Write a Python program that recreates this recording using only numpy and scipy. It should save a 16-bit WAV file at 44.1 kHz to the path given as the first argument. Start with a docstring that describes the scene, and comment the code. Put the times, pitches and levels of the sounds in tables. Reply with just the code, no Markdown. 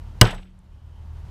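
"""Hammer blow on a steel punch

One blow on a punch standing on a wooden block on a light table, outdoors near walls, over a far engine's hum.
Shaped noise makes the crack, echoes, tail, ticks and outdoor air; fading sine waves make the clank,
block and table; steady sine waves make the hum. The blow overloads the recorder and is clipped.
The recorder's gain control ducks after the blow and creeps back."""
import sys
import numpy as np
from scipy import signal
from scipy.fft import rfft, irfft
from scipy.io import wavfile
from scipy.ndimage import uniform_filter1d, minimum_filter1d

SR = 44100
rng = np.random.default_rng(int(sys.argv[2]) if len(sys.argv) > 2 else 0)


def log_audio(samples):
    """Write samples as a 16-bit WAV file to the path given in sys.argv[1]."""
    # one column per channel
    frames = np.atleast_2d(samples).T
    # limit to full scale, then quantise
    limited = np.clip(frames, -1, 1)
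    pcm = np.round(limited * 32767).astype(np.int16)
    wavfile.write(sys.argv[1], SR, pcm)


N = 57330
T = np.arange(N) / SR  # time of each sample in seconds
BLOW_S = 0.2127  # when the hammer lands


def undb(db):
    """Turn decibels into a gain."""
    return 10 ** (np.asarray(db) / 20)


def unit(x):
    """Scale to an rms (average strength) of 1."""
    return x / np.sqrt(np.mean(x ** 2))


def filtered_noise(gain):
    """White noise with each frequency scaled by its gain, then brought to rms 1."""
    spectrum = rfft(rng.standard_normal(N))
    return unit(irfft(spectrum * gain, N))


def coloured(points):
    """Noise whose spectrum joins (Hz, dB) points with straight lines over log frequency."""
    hz, db = np.array(points, float).T
    f = np.maximum(np.arange(N // 2 + 1) * SR / N, 1)  # at least 1 Hz, so the log exists
    return filtered_noise(undb(np.interp(np.log(f), np.log(hz), db)))


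def band(hz, width):
    """Noise in a bell-shaped band; width Hz off its centre the amplitude is down to 1/e."""
    f = np.arange(N // 2 + 1) * SR / N
    return filtered_noise(np.exp(-((f - hz) / width) ** 2))


def fade(start, t60, rise):
    """Envelope: a quick rise, with a decay of 60 dB every t60 seconds."""
    t = np.maximum(T - start, 0)
    decay = np.exp(-np.log(1000) * t / t60)
    return (1 - np.exp(-t / rise)) * decay


def walk(rate):
    """Slow random wander: levels held for 1 / rate seconds, smoothed twice, at rms 1."""
    k = int(SR / rate)
    steps = np.repeat(rng.standard_normal(N // k + 1), k)
    smooth = uniform_filter1d(uniform_filter1d(steps, k), k)
    return unit(smooth[:N])


def ring(modes, start, rise):
    """Struck object: fading sine waves, all set off together."""
    total = 0
    for hz, db, t60 in modes:
        total = total + undb(db) * fade(start, t60, rise) * np.sin(2 * np.pi * hz * (T - start))
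    return total


# Spectrum of the outdoor rumble and hiss. Each row: frequency in Hz, relative level in dB per Hz.
AIR_SPECTRUM = [(12, -37.5), (22, -10.5), (50, -8.5), (86, -8.5), (120, -13.5), (172, -21.5), (310, -31),
                (400, -34), (700, -35.5), (880, -34), (1330, -39.5), (2300, -46.5), (2900, -46.5),
                (8890, -59), (14500, -64.5), (16000, -88)]
AIR_DB, AIR_FLICKER_DB = -41.5, 0.87  # middle level, and rms flicker around it
# Background bands that swell unevenly. Each row: centre in Hz, width in Hz, middle level in dB.
SWELL_BANDS = [(914, 58, -69), (3060, 230, -75)]
SWELL_DB = 3.5  # rms swing of each band's level


def outdoor_air():
    """Flickering noise for rumble and hiss, plus narrow bands that swell unevenly."""
    air = undb(AIR_DB + AIR_FLICKER_DB * walk(33)) * coloured(AIR_SPECTRUM)
    swells = sum(undb(db + SWELL_DB * walk(14)) * band(hz, width) for hz, width, db in SWELL_BANDS)
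    return air + swells


# Tones of the engine hum. Each row: multiple of HUM_HZ, level in dB before the swings below.
HUM_TONES = [(1, -38.5), (2, -35.5), (3, -47)]
# How the whole hum rises and falls. Each row: time in seconds, level change in dB.
HUM_LEVEL_CURVE = [(0, -4), (.08, 2.5), (.16, -6.5), (.6, -5), (.75, 0), (.9, -0.5), (1.0, -0.5), (1.15, 3),
                   (1.3, -0.5)]
HUM_HZ, HUM_DRIFT = 38.7, 0.0027  # middle pitch, and rms drift as a fraction of it
HUM_WAVER_DB = 0.5  # rms waver of each tone


def engine_hum():
    """A far engine: whole-number multiples of one drifting pitch, each wavering in level."""
    pitch = HUM_HZ * (1 + HUM_DRIFT * walk(2.1))
    turns = np.cumsum(pitch) / SR  # cycles so far
    hum = 0
    for k, db in HUM_TONES:
        hum = hum + undb(db + HUM_WAVER_DB * walk(6.5)) * np.cos(2 * np.pi * k * turns)
    return hum * undb(np.interp(T, *np.array(HUM_LEVEL_CURVE).T))


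# Scattered tail of the blow.
# Each row: band centre in Hz, middle level in dB, time to fall 60 dB in seconds.
TAIL_BANDS = [(120, -19.5, .45), (208, -19.5, 0.41), (410, -13, 0.29), (797, -13, 0.31), (1450, -13, .29),
              (2800, -18.5, 0.37), (4670, -29.5, .37), (8500, -40, .41), (12000, -49.5, .5)]
TAIL_GRAIN_DB = 3.5  # rms roughness of each band's level


def scattered_tail():
    """Sound scattered around the place: grainy noise bands, each dying away at its own pace."""
    tail = 0
    for hz, db, t60 in TAIL_BANDS:
        grain = undb(db + TAIL_GRAIN_DB * walk(150))
        tail = tail + grain * fade(BLOW_S, t60, 0.0013) * band(hz, 0.4 * hz)
    return tail


# Echoes of the crack off walls. Each row: start in seconds, level in dB.
WALL_ECHOES = [(0.227, -23.5), (.268, -28.5), (.307, -30), (0.3466, -37), (.386, -52.5)]
# Spectrum of those echoes. Each row: frequency in Hz, relative level in dB per Hz.
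ECHO_SPECTRUM = [(1000, -8), (3000, -1), (5500, -3), (9000, -6), (13000, -14), (16000, -34)]
ECHO_T60_S = .05
# a broad, dull echo from further off
FAR_S, FAR_DB, FAR_RISE_S, FAR_T60_S, FAR_HZ, FAR_WIDTH_HZ = .283, -18.5, 0.0086, 0.14, 890, 2700


def wall_echoes():
    """Walls throw the crack back as short noise bursts; a further echo swells in more softly."""
    bursts = sum(undb(db) * fade(s, ECHO_T60_S, .001) for s, db in WALL_ECHOES)
    far = undb(FAR_DB) * fade(FAR_S, FAR_T60_S, FAR_RISE_S) * band(FAR_HZ, FAR_WIDTH_HZ)
    return bursts * coloured(ECHO_SPECTRUM) + far


# Small things on the table ticking.
# Each row: start in seconds, level in dB, band centre in Hz, band width in Hz.
TABLE_TICKS = [(.2545, -9, 3600, 1300), (.266, -16, 3000, 1000), (.316, -39, 8800, 3000),
               (.5902, -42, 8500, 1800)]
TICK_T60_S = 0.0053


def ticks():
    """Small things on the table tick: very short bursts of bright noise."""
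    return sum(undb(db) * fade(s, TICK_T60_S, 0.00014) * band(hz, width) for s, db, hz, width in TABLE_TICKS)


# Table top, pushed down by the blow.
# Each row: frequency in Hz, level in dB, time to fall 60 dB in seconds.
TABLE_TOP = [(92.4, -7, .15), (115.45, 6.5, .19), (135, 0, 0.059), (121.5, -16.5, 0.451),
             (185.7, -24.5, 1.1), (189.5, 0.5, 0.093), (242, -10, 0.08), (346, -41.5, 1.0)]
# Rocking legs. Each row: frequency in Hz, level in dB, time to fall 60 dB in seconds.
TABLE_LEGS = [(30, -7.5, 0.49), (36.5, -11, 0.56)]
TOP_LATE_S, LEGS_LATE_S = .0001, 0.0073  # delays after the blow
PUSH_S = 0.0035  # rise time of the push


def table():
    """The top booms and the legs rock a moment later; the minus signs are the downward push."""
    top = ring(TABLE_TOP, BLOW_S + TOP_LATE_S, PUSH_S)
    legs = ring(TABLE_LEGS, BLOW_S + LEGS_LATE_S, PUSH_S)
    return -top - legs


# Wooden block. 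Each row: frequency in Hz, level in dB, time to fall 60 dB in seconds.
BLOCK_TONES = [(325, -3, .07), (367, -4.5, .04), (509, -8.5, 0.11), (611, -9, .1), (780, -6.5, 0.02),
               (1032, -3.5, 0.067), (1245, -8.5, .07), (1506, -7.5, .09), (1674, -5, .05),
               (2284, -10.5, .05), (3210, -10, 0.07)]


def wooden_block():
    """The block knocks 1 ms after the blow: short-lived tones starting together."""
    return ring(BLOCK_TONES, BLOW_S + .001, 0.003)


# Steel punch, ringing roughly in the hand.
# Each row: band centre in Hz, level in dB, time to fall 60 dB in seconds, band width in Hz.
PUNCH_BANDS = [(3010, -32.5, 0.32, 250), (7950, -32.5, 0.38, 170), (11200, -48, .3, 180),
               (12800, -41.5, .17, 130)]


def steel_punch():
    """The hand-held punch rings roughly, so narrow noise bands stand in for pure tones."""
    return sum(undb(db) * fade(BLOW_S, t60, .0003) * band(hz, width) for hz, db, t60, width in PUNCH_BANDS)


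# Spectrum of the crack. Each row: frequency in Hz, relative level in dB per Hz.
CRACK_SPECTRUM = [(300, -14), (1000, -10.5), (2200, -10), (2950, 2), (3600, -4.5), (5000, 4.5),
                  (6500, -10.5), (7900, -9.5), (9500, -18), (11500, -11.5), (14500, -16.5), (16000, -30)]
# Clank of steel on steel. Each row: frequency in Hz, level in dB, time to fall 60 dB in seconds.
CLANK_TONES = [(2887, 7, 0.028), (4016, -3.5, .02), (5028, 7.5, 0.016), (6084, 2.5, 0.008),
               (7890, -0.5, .02), (11370, -12.5, .02)]
CRACK_DB, CRACK_RISE_S, CRACK_T60_S = 7.5, .0004, 0.015


def crack_and_clank():
    """Hammer meets punch: a burst of noise for the crack, short steel tones for the clank."""
    crack = undb(CRACK_DB) * fade(BLOW_S, CRACK_T60_S, CRACK_RISE_S) * coloured(CRACK_SPECTRUM)
    return crack + ring(CLANK_TONES, BLOW_S, CRACK_RISE_S)


def scene():
    """Everything at the microphone, as one channel."""
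    background = outdoor_air() + engine_hum()
    surroundings = scattered_tail() + wall_echoes()
    blow = table() + wooden_block() + steel_punch() + crack_and_clank()
    return (background + surroundings + ticks() + blow)[None]


DUCK_FROM_DB, DUCK_SHARE = -30, 0.34  # threshold, and dB turned down per dB above it
DUCK_ATTACK_S, HOLD_S = 0.011, 0.38
EXCESS_FALL_DB_PER_S = 44  # how fast the held excess may fall, before DUCK_SHARE
TOP_HZ = 15300


def record(dry):
    """Gain control ducks, holds and recovers steadily; what it misses is clipped; the top is cut."""
    power = uniform_filter1d(np.clip(dry, -1, 1) ** 2, size=221, origin=110)  # over the last 5 ms
    loud = 10 * np.log10(power + 1e-12)
    excess = np.maximum(loud - DUCK_FROM_DB, 0)
    # keep the largest excess of the last HOLD_S seconds
    hold = int(HOLD_S * SR) // 2
    held = -minimum_filter1d(-excess, 2 * hold + 1, origin=hold, mode="nearest")
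    # then let it fall no faster than a steady slope
    slope = EXCESS_FALL_DB_PER_S * T
    held = np.maximum.accumulate(held + slope, axis=1) - slope
    # a smoother delays each change of gain
    a = 1 / (DUCK_ATTACK_S * SR)
    duck_db = -DUCK_SHARE * signal.lfilter([a], [1, a - 1], held)
    clipped = np.clip(dry * undb(duck_db), -1, 1)
    top_cut = signal.ellip(10, .3, 85, TOP_HZ, fs=SR, output="sos")
    return signal.sosfilt(top_cut, clipped)


dry = scene()
out = record(dry)
log_audio(out)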